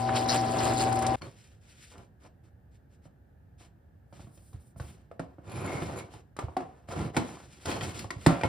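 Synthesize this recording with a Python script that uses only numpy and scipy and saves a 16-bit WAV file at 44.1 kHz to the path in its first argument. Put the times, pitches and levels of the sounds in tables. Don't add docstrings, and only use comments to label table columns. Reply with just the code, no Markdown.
import sys
import numpy as np
from scipy import signal
from scipy.fft import rfft, irfft, next_fast_len
from scipy.io import wavfile

SR = 44100
rng = np.random.default_rng(int(sys.argv[2]) if len(sys.argv) > 2 else 0)


def generate_wav(sig):
    pcm = np.round(np.clip(np.atleast_2d(sig).T, -1, 1) * 32767).astype(np.int16)
    wavfile.write(sys.argv[1], SR, pcm)


N = 373968
SIZE = next_fast_len(N + SR)

# frequency in Hz, relative density in dB per Hz.
AIR_SPECTRUM = [(25, -29.5), (65, -2.5), (147, -13.5), (293, -24), (446, -29), (849, -33.5), (1040, -45.5),
                (1730, -36.5), (2010, -48.5), (5000, -63.5), (9000, -72), (15200, -52.5), (17000, -69)]
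# shared part in dB, unshared part in dB.
AIR_LEVELS_DB = (-56, -51.5)
# frequency in Hz, t60 in s at scale 1.
ROOM_T60 = [(80, 0.13), (250, 0.3), (600, 0.48), (1500, 0.12), (4000, 0.32), (10000, 0.065)]
ROOM_DB = -6

# frequency in Hz, likeness 0 to 1.
LIKENESS = [(60, 0.97), (130, 1), (290, 0.86), (640, 0.57), (1400, 0.45), (3100, 0.74)]
# frequency in Hz, likeness 0 to 1.
TREBLE_LIKENESS = [(6000, .95), (16000, .97)]
# frequency in Hz, left minus right in dB.
PORT_LEAN = [(60, 0.5), (110, -3.5), (200, -2), (380, -1.5), (700, 1.5), (1290, 0), (2380, 0), (4400, 5.5),
             (8120, 0), (15000, -0.5)]
# frequency in Hz, lead of left in radians.
PORT_LEAD = [(0, 0), (780, .4), (1600, -.9), (2100, -.1), (4500, .3), (5250, -.3), (5900, -2.2),
             (6600, -3.15), (8350, -6.2), (10000, -6.4), (11800, -9.3), (13800, -9.5), (14600, -12.3),
             (16000, -12.7)]
SELF_NOISE_DB, LOW_CUT_HZ, HIGH_CUT_HZ = -87, 59.5, 16300

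# frequency in Hz, relative density in dB per Hz.
CLOTH_SPECTRUM = [(3000, -11), (6000, -6), (9000, -1.5), (13000, 0), (16000, -6.5)]
# start in s, rise in s, fall in s, level in dB.
SWISHES = [(4.05, 0.47, .07, -68), (4.583, 0.039, 0.12, -68), (4.76, 0.027, 0.2, -63)]

# frequency in Hz, relative density in dB per Hz.
RUMBLE_SPECTRUM = [(25, -46), (50, -19), (85, 4), (130, -0.5), (250, -6.5), (400, -15), (16000, -49)]
# frequency in Hz, relative density in dB per Hz.
RUBBING_SPECTRUM = [(100, -16), (300, 5), (600, 2), (1000, 4), (1600, -5.5), (2600, -14), (16000, -90)]
# frequency in Hz, relative density in dB per Hz.
RUSTLE_SPECTRUM = [(600, -34), (1500, -2.5), (2500, -1), (4500, -4.5), (5600, -4.5), (7600, -4.5),
                   (9000, -10.5), (12000, -9), (16000, -20.5)]
# start in s, rise in s, fall in s,
# drive of bench rumble, block rubbing and skin and brass rustle in dB.
SLIDES = [(1.162, 0.0031, 0.044, -65.5, -65, -63), (1.211, 0.0051, 0.093, -42.5, -49, -60.5),
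          (1.25, 0.098, 0.28, -63, -81, -68), (1.6, 0.096, 0.071, -81, -67, -63),
          (1.74, 0.058, 0.19, -68, -75, -62), (1.9, 0.058, 0.12, -62.5, -53, -68),
          (2.193, 0.065, 0.027, -78.5, -55.5, -67), (2.428, 0.037, .035, -88, -69, -75.5),
          (2.7, 0.052, 0.03, -90, -82, -75.5), (2.889, 0.05, 0.039, -88, -75, -76),
          (3.009, 0.056, 0.018, -74, -66, -75), (3.573, 0.066, 0.052, -78, -60, -63),
          (4.125, 0.015, 0.17, -58, -71, -68), (4.799, 0.0065, 0.27, -58, -65, -69),
          (5.427, 0.23, 0.48, -40, -39, -58), (5.6, 0.18, 0.206, -44.5, -47, -58),
          (5.955, 0.038, 0.045, -65.5, -45.5, -55), (6.09, 0.059, 0.071, -60, -58.5, -62.5),
          (6.873, 0.049, 0.14, -50, -39, -55), (6.93, 0.082, 0.11, -34.5, -37.5, -70),
          (7.123, 0.056, 0.0092, -49, -38.5, -54), (7.24, 0.03, 0.23, -58, -56.5, -64),
          (7.4, 0.31, 0.043, -64, -65, -63), (7.646, 0.0415, 0.15, -36, -33, -44),
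          (7.8, 0.04, 0.091, -36, -37.5, -45), (7.86, 0.12, 0.1, -43, -46.5, -50),
          (8.199, 0.087, 0.0078, -49.5, -53, -53), (8.42, 0.0301, 0.0279, -36.5, -54, -83)]
SWELL_POWER = 1.125
SHAKE_RUMBLE_DB, SHAKE_RUBBING_DB, SHAKE_RUSTLE_DB = -21.5, -22, -32.5
SHAKE_RISE_S, SHAKE_FADE_DB_PER_S = 0.004, 229
LINGER_DB, LINGER_FADE_DB_PER_S = -17, 47.5

# time in s, pressure in dB.
SCRIBER_STROKES = [
    [(5.42, -97), (5.5, -64), (5.67, -55), (5.9, -71), (5.952, -82.5), (5.964, -51.5), (6.01, -57),
     (6.04, -75), (6.08, -84)],
]
# centre in Hz, width in Hz, relative level in dB.
SCRIBER_RING = [(4320, 500, -2.5), (7070, 280, -4), (10720, 570, -2)]
# time in s, pressure in dB.
DRAG_STROKES = [
    [(7.652, -70), (7.665, -50.5), (7.72, -40.5), (7.79, -63), (7.815, -45), (8.04, -97), (8.07, -73)],
]
# centre in Hz, width in Hz, relative level in dB.
DRAG_RING = [(1950, 160, 0), (2520, 140, -1), (3220, 260, -2), (4250, 260, -5)]
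# start in s, rise in s, fall in s, pitch in Hz, level in dB.
SQUEALS = [(5.45, 0.19, 0.064, 2440, -54), (5.66, 0.039, 0.19, 2170, -47.5),
           (5.97, 0.032, 0.041, 2240, -52)]
SQUEAL_WIDTH_HZ = 170

# time in s, drive of block, bench thud and crack in dB,
# favoured thud pitch in Hz, favoured block pitch in Hz.
KNOCKS = [(1.219, -31, -64, -38, 120, 2500), (1.979, -49, -49, -42, 113.7, 1033),
          (3.055, -45, -46, -82, 176, 552), (4.126, -41, -42.5, -50, 182, 613),
          (4.195, -41.5, -40.5, -50.5, 96.3, 494), (4.27, -46.5, -41.5, -74, 154, 610),
          (4.375, -52, -49.5, -47, 132.7, 423), (4.53, -47.5, -51.5, -48.5, 116.6, 720),
          (4.539, -55, -31.5, -56, 94, 551), (4.761, -45.5, -36.5, -62, 127, 616),
          (4.799, -31, -28.5, -37.5, 95, 915), (5.114, -34.5, -71, -53, 134, 690),
          (5.195, -23.5, -28, -35.5, 217, 1110), (5.384, -38.5, -41, -83, 175, 417),
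          (6.138, -40, -40, -42, 109.7, 788), (6.366, -34, -51, -36, 140, 870),
          (6.389, -19, -67, -28.5, 234, 850), (6.432, -62, -24.5, -51, 94.5, 732),
          (6.484, -31.5, -48, -65, 105, 664), (6.567, -18, -26, -29, 283, 695),
          (6.605, -29.5, -35, -43.5, 330, 810), (6.887, -35.5, -35, -38, 127, 740),
          (7.146, -31, -40, -42, 111, 1050), (7.166, -17, -17.5, -16, 319, 1530),
          (7.172, -17, -14.5, -20, 195, 840), (7.656, -33, -78, -21.5, 121, 855),
          (7.991, -47, -57, -23.5, 200, 2200), (8.044, -31, -34, -56, 100.7, 720),
          (8.1053, -23, -35.5, -24.5, 298, 2130), (8.16, -59, -30, -64, 118.5, 500),
          (8.263, -5, -15, -10, 222.7, 1040), (8.265, -12, -5, -45, 200, 545),
          (8.412, -23, -51.5, -32, 150, 1810), (8.435, -13.5, -25, -27.5, 206, 1350),
          (8.445, -16.5, -20.5, -71, 145, 724)]
# frequency in Hz, relative strength in dB, t60 in s.
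BLOCK_MODES = [(322, 6.5, 0.048), (520, 2, 0.026), (651, -6, 0.051), (716, 3, 0.035), (820, 3, 0.024),
               (1031, -0.5, 0.038), (1206, -7, 0.031), (1490, 0, 0.014), (1870, -3.5, 0.02),
               (2296, -0.5, 0.019), (3100, -6.5, 0.0085), (4370, 3.5, 0.024)]
# frequency in Hz, relative strength in dB, t60 in s.
BENCH_MODES = [(76.2, 2, 0.21), (101.5, 2.5, 0.13), (119.3, -2.5, .1), (144.9, -1.5, 0.1), (176, 3, 0.0678),
               (231.4, -3.5, 0.074), (263.7, -2, 0.23), (342, 4.5, 0.077)]
# frequency in Hz, relative strength in dB, t60 in s.
STEEL_MODES = [(8479, 0, .16), (10200, -4, .11), (11280, -2, .12), (14200, -5, .1)]
# time in s, steel peak in dB, sheet peak in dB.
CLINKS = [(7.173, -43, -40), (8.268, -35, -23)]
SHEET_HZ, SHEET_T60_S, SHEET_DB_PER_OCTAVE = (600, 3600), 0.4, -11
CONTACT_S, CRACK_S = 0.0037, 0.0045
FIRST_TOUCH = 7.9
PAD_CYCLES = 0.83
SOFTNESS = 4.1

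# frequency in Hz, typical level in dB rms.
MOTOR_TONES = [(119.5, -37.5), (240.5, -40), (649.5, -44.5), (768.7, -31), (840, -50), (1008, -45)]
# frequency in Hz, relative density in dB per Hz.
HOUSING_SPECTRUM = [(30, -6), (60, -7), (90, -1), (180, -14), (480, -6.5), (650, -2.5), (1400, -14.5),
                    (2500, -21.5), (16000, -51.5)]
# time in s, level in dB.
FEED = [(0.0, -39), (0.11, -33.5), (0.16, -33.5), (0.3, -34.5), (0.44, -36), (0.634, -30), (0.78, -31.5),
        (0.876, -33.5), (1.16, -35)]
# frequency in Hz, relative density in dB per Hz.
CUTTING_SPECTRUM = [(300, -29.5), (1000, -7.5), (2500, 1), (4500, 1), (6500, 3.5), (9000, -8.5),
                    (12000, -13.5), (16000, -20.5)]
# time in s, level in dB.
GRIT = [(0, -41.5), (.07, -45), (.13, -50.5), (.16, -31), (.272, -45.5), (.295, -24), (.35, -31),
        (.434, -39.5), (.57, -40), (.59, -33), (.78, -37), (.806, -28), (.886, -43.5), (1.16, -44.5)]
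# time in s, level before fading in dB, e-folding time in s, pitch in Hz.
CHIPS = [(0.089, -23, 0.0065, 1260), (0.163, -25, 0.01, 2950), (0.352, -33, 0.014, 2050),
         (0.603, -33.5, 0.021, 1220), (0.678, -25.5, 0.0092, 676), (0.926, -33.5, 0.0046, 7200),
         (0.957, -36.5, 0.0055, 7150), (0.99, -31.5, 0.0047, 7100), (1.023, -30.5, 0.0035, 7500),
         (1.065, -30.5, 0.0096, 5600)]
# centre in Hz, width in Hz.
BIT_RING = [(4111, 26), (4254, 16), (4430, 20), (4994, 27), (5388, 16)]
BIT_RING_DB = 17.5
GROWL_HZ, GROWL_WIDTH_HZ, GROWL_DB = 343.8, 73, -40
GROWL_DB_PER_FEED_DB = 1.66
DRILL_STOP_S, STOP_FADE_S = 1.158, 0.00147


def from_db(db):
    return 10 ** (np.asarray(db) / 20)


def rms_one(x):
    return x / np.sqrt(np.mean(x ** 2) + 1e-20)


def noise():
    return rng.standard_normal(N)


def in_time(rows):
    time_s, level_db = np.transpose(rows)
    return from_db(np.interp(np.arange(N) / SR, time_s, level_db, left=-150, right=-150))


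def at_hz(points, hz):
    table_hz, values = np.array(points).T
    return np.interp(np.log(hz + 1), np.log(table_hz + 1), values)


def bins_hz():
    return np.arange(SIZE // 2 + 1) * SR / SIZE


def coloured(x, spectrum):
    shaped = rfft(x, SIZE) * from_db(at_hz(spectrum, bins_hz()))
    return rms_one(irfft(shaped, SIZE)[:N])


def filtered(x, order, corner_hz, kind="low"):
    return signal.sosfilt(signal.butter(order, corner_hz, kind, fs=SR, output="sos"), x)


def drift(rate_hz):
    r = np.exp(-80 * np.pi * rate_hz / SR)
    slow = signal.lfilter([1], [1, -2 * r, r * r], rng.standard_normal(N // 40 + 2002))
    slow = rms_one(slow[2000:])
    return np.interp(np.arange(N) / 40, np.arange(len(slow)), slow)


def grains(per_s, spread_db):
    sizes = from_db(spread_db * np.minimum(rng.exponential(1, N), 5))
    signs = rng.choice([-1, 1], N)
    return sizes * signs * (rng.random(N) < per_s / SR)


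def ring(x, hz, t60_s):
    r, w = from_db(-60 / (t60_s * SR)), 2 * np.pi * hz / SR
    return signal.lfilter([0, np.sin(w)], [1, -2 * r * np.cos(w), r * r], x + 1e-18)


def add(out, start_s, piece):
    at = round(start_s * SR)
    out[at:at + len(piece)] += piece[:N - at]


def swell(rise_s, fall_s):
    rise = np.linspace(0, 1, round(rise_s * SR))
    fall = np.linspace(1, 0, round(fall_s * SR))
    return np.clip(np.sin(np.pi / 2 * np.r_[rise, fall]), 0, 1) ** SWELL_POWER


def favoured(modes, centre_hz, slope_db):
    return [(hz, db - slope_db * np.log2(hz / centre_hz) ** 2, t60_s) for hz, db, t60_s in modes]


def struck(modes, contact_s, detune, size, heavy=False):
    t = np.arange(size) / SR
    if heavy:
        push = np.sin(2 * np.pi * np.minimum(t / contact_s, 1))
    else:
        push = rng.standard_normal(size) * np.exp(-t / max(contact_s, 1e-4))
        push[0] = FIRST_TOUCH
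        push = signal.lfilter([1, -1], [1, -.96], push)
    out = np.zeros(size)
    for hz, db, t60_s in modes:
        strength, shift = rng.standard_normal(2)
        out += from_db(db + 2.1 * strength) * ring(push, hz * (1 + detune * shift), t60_s)
    return out / np.max(np.abs(out))


def still_air():
    return np.array([from_db(db) * coloured(noise(), AIR_SPECTRUM) for db in AIR_LEVELS_DB])


def echo_response(t60_scale):
    t, out = np.arange(SR // 2) / SR, 0
    for low_hz in 35 * 2. ** np.arange(9):
        band = filtered(rng.standard_normal(len(t)), 2, [low_hz, 2 * low_hz], "band")
        band = band * from_db(-60 * t / (t60_scale * at_hz(ROOM_T60, 1.4 * low_hz)))
        out = out + band * np.sqrt(low_hz / SR * 2 / np.sum(band ** 2))
    return rfft(out, SIZE)


def sleeve():
    gain = np.zeros(N)
    for start_s, rise_s, fall_s, db in SWISHES:
        add(gain, start_s, from_db(db) * swell(rise_s, fall_s))
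    return from_db(2.2 * drift(26)) * gain * coloured(noise(), CLOTH_SPECTRUM)


def movement():
    gains, t = np.zeros((3, N)), np.arange(SR // 2) / SR
    fade = from_db(-SHAKE_FADE_DB_PER_S * t) + from_db(LINGER_DB - LINGER_FADE_DB_PER_S * t)
    shake = np.minimum(t / SHAKE_RISE_S, 1) * fade
    for start_s, rise_s, fall_s, *levels_db in SLIDES:
        for gain, db in zip(gains, levels_db):
            add(gain, start_s, from_db(db) * swell(rise_s, fall_s))
    for start_s, block_db, thud_db, crack_db, *_ in KNOCKS:
        levels_db = (thud_db + SHAKE_RUMBLE_DB, block_db + SHAKE_RUBBING_DB,
                     crack_db + SHAKE_RUSTLE_DB)
        for gain, db in zip(gains, levels_db):
            add(gain, start_s, from_db(db) * shake)
    return gains


def hands():
    rumble_gain, rubbing_gain, rustle_gain = movement()
    rough = grains(1500, 1.4)
    rumble = coloured(noise(), RUMBLE_SPECTRUM)
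    modes = favoured(BLOCK_MODES, centre_hz=804, slope_db=6)
    body = sum(from_db(db) * ring(rough, hz, t60_s) for hz, db, t60_s in modes)
    rubbing = 0.27 * rms_one(body) + 0.57 * coloured(rough, RUBBING_SPECTRUM)
    rustle = coloured(grains(6000, 0.58) + 1.23 * rough, RUSTLE_SPECTRUM)
    out = from_db(2.5 * drift(24)) * rumble_gain * rumble
    out += from_db(2.92 * drift(29)) * rubbing_gain * rubbing
    return out + from_db(3.11 * drift(17)) * rustle_gain * rustle


def scratch(strokes, resonances):
    pressure = sum(in_time(stroke) for stroke in strokes)
    chatter = grains(800, 4)
    sung = np.zeros(N)
    for hz, width_hz, db in resonances:
        sung += from_db(db + 3 * drift(9)) * rms_one(ring(chatter, hz, 2.2 / width_hz))
    return from_db(-4 + 3 * drift(20)) * pressure * sung


def squeals():
    out, chatter = np.zeros(N), grains(500, 4)
    for start_s, rise_s, fall_s, hz, db in SQUEALS:
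        shape = swell(rise_s, fall_s)
        push = chatter[round(start_s * SR):][:len(shape)]
        sung = ring(ring(push, hz, 3.3 / SQUEAL_WIDTH_HZ), hz, 1 / SQUEAL_WIDTH_HZ)
        add(out, start_s, from_db(db) * shape * rms_one(sung))
    return out


def knocks():
    out, t = np.zeros(N), np.arange(9000) / SR
    crack_shape = np.exp(-t / CRACK_S) * (1 - np.exp(-t / 0.0012))
    for start_s, block_db, thud_db, crack_db, thud_hz, block_hz in KNOCKS:
        crack = filtered(rng.standard_normal(len(t)), 2, 1300, "high")
        crack = filtered(crack, 1, 3500) * crack_shape
        block_modes = favoured(BLOCK_MODES, block_hz, slope_db=9.5)
        block = struck(block_modes, CONTACT_S, 0.065, len(t))
        block = filtered(block, 2, SOFTNESS * block_hz)
        bench_modes = favoured(BENCH_MODES, thud_hz, slope_db=27.5)
        thud = struck(bench_modes, PAD_CYCLES / thud_hz, 0.041, len(t), heavy=True)
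        add(out, start_s, from_db(block_db) * block + from_db(crack_db) * crack)
        add(out, start_s + 0.002, -from_db(thud_db) * thud)
    return out


def clinks():
    out, size = np.zeros(N), 9000
    pitches_hz = np.linspace(*SHEET_HZ, 70) + rng.uniform(-40, 40, 70)
    sheet_modes = [(hz, SHEET_DB_PER_OCTAVE * np.log2(hz / SHEET_HZ[0]), SHEET_T60_S)
                   for hz in pitches_hz]
    for start_s, steel_db, sheet_db in CLINKS:
        add(out, start_s, from_db(sheet_db) * struck(sheet_modes, 0.045, 0, 2 * size))
        add(out, start_s, from_db(steel_db) * struck(STEEL_MODES, 0.0005, 0, size))
    return out


def motor():
    t, out = np.arange(N) / SR, np.zeros(N)
    for hz, db in MOTOR_TONES:
        gain = np.sqrt(2) * from_db(db + 1.6 * drift(7))
        out += gain * np.sin(2 * np.pi * hz * t + .4 * drift(7))
    return out


def housing():
    feed_db = np.interp(np.arange(N) / SR, *np.transpose(FEED))
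    rumble = from_db(feed_db + 2.74 * drift(15)) * coloured(noise(), HOUSING_SPECTRUM)
    growl_db = GROWL_DB + GROWL_DB_PER_FEED_DB * (feed_db - feed_db.mean()) + 2.7 * drift(17)
    growl = rms_one(ring(noise(), GROWL_HZ, 2.7 / GROWL_WIDTH_HZ))
    return rumble + from_db(growl_db) * growl


def chips():
    out, t = np.zeros(N), np.arange(3000) / SR
    splinters = grains(4000, 3)
    for start_s, db, crackle_s, hz in CHIPS:
        burst = splinters[round(start_s * SR):][:len(t)]
        burst = rms_one(filtered(burst, 2, [hz / 1.6, hz * 1.6], "band"))
        add(out, start_s, from_db(db) * burst * np.exp(-t / crackle_s) * np.minimum(t / .002, 1))
    return out


def cutting():
    gain = in_time(GRIT)
    throb = 1 + .3 * np.sin(2 * np.pi * MOTOR_TONES[0][0] * np.arange(N) / SR)
    bit = sum(rms_one(ring(noise(), hz, 2.2 / width_hz)) for hz, width_hz in BIT_RING)
    out = from_db(BIT_RING_DB) * gain ** 2 * rms_one(bit)
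    grit = gain * throb * coloured(grains(3500, 2.2), CUTTING_SPECTRUM)
    for band_hz in ([300, 2400], [2400, 3600], [3600, 6000], [6000, 18000]):
        out += from_db(2.2 * drift(25)) * filtered(grit, 2, band_hz, "band")
    return out


def drill():
    running = np.clip((DRILL_STOP_S - np.arange(N) / SR) / STOP_FADE_S, 0, 1)
    return (motor() + housing() + chips() + cutting()) * running


def friction():
    scraping = scratch(SCRIBER_STROKES, SCRIBER_RING) + scratch(DRAG_STROKES, DRAG_RING)
    return hands() + scraping + squeals() + sleeve()


def scene():
    blows = rfft(knocks() + clinks(), SIZE)
    rubs = rfft([friction(), friction()], SIZE)
    near = rubs + [blows, blows * echo_response(0.51)]
    echoes = np.array([echo_response(0.88), echo_response(1)])
    wet = near * (1 + from_db(ROOM_DB) * echoes)
    drilling = drill()
    drilling_pair = [drilling, drill()]
    return irfft(wet, SIZE)[:, :N] + still_air() + drilling_pair


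def record(dry):
    hz, (shared, scattered) = bins_hz(), rfft(dry, SIZE)
    alike = np.clip(at_hz(LIKENESS + TREBLE_LIKENESS, hz), 0, 1)
    side = np.array([[1], [-1]])
    lead_rad = np.interp(hz, *np.transpose(PORT_LEAD))
    ports = np.sqrt((1 + alike) / 2) * shared + np.sqrt((1 - alike) / 2) * scattered * side
    ports = ports * from_db(side * at_hz(PORT_LEAN, hz) / 2) * np.exp(.5j * side * lead_rad)
    out = irfft(ports, SIZE)[:, :N] + from_db(SELF_NOISE_DB) * rng.standard_normal((2, N))
    out = filtered(out, 2, LOW_CUT_HZ, "high")
    rounded = .93 * np.tanh(out / .93)
    return signal.sosfilt(signal.cheby2(12, 70, HIGH_CUT_HZ, fs=SR, output="sos"), rounded)


dry = scene()
out = record(dry)
generate_wav(out)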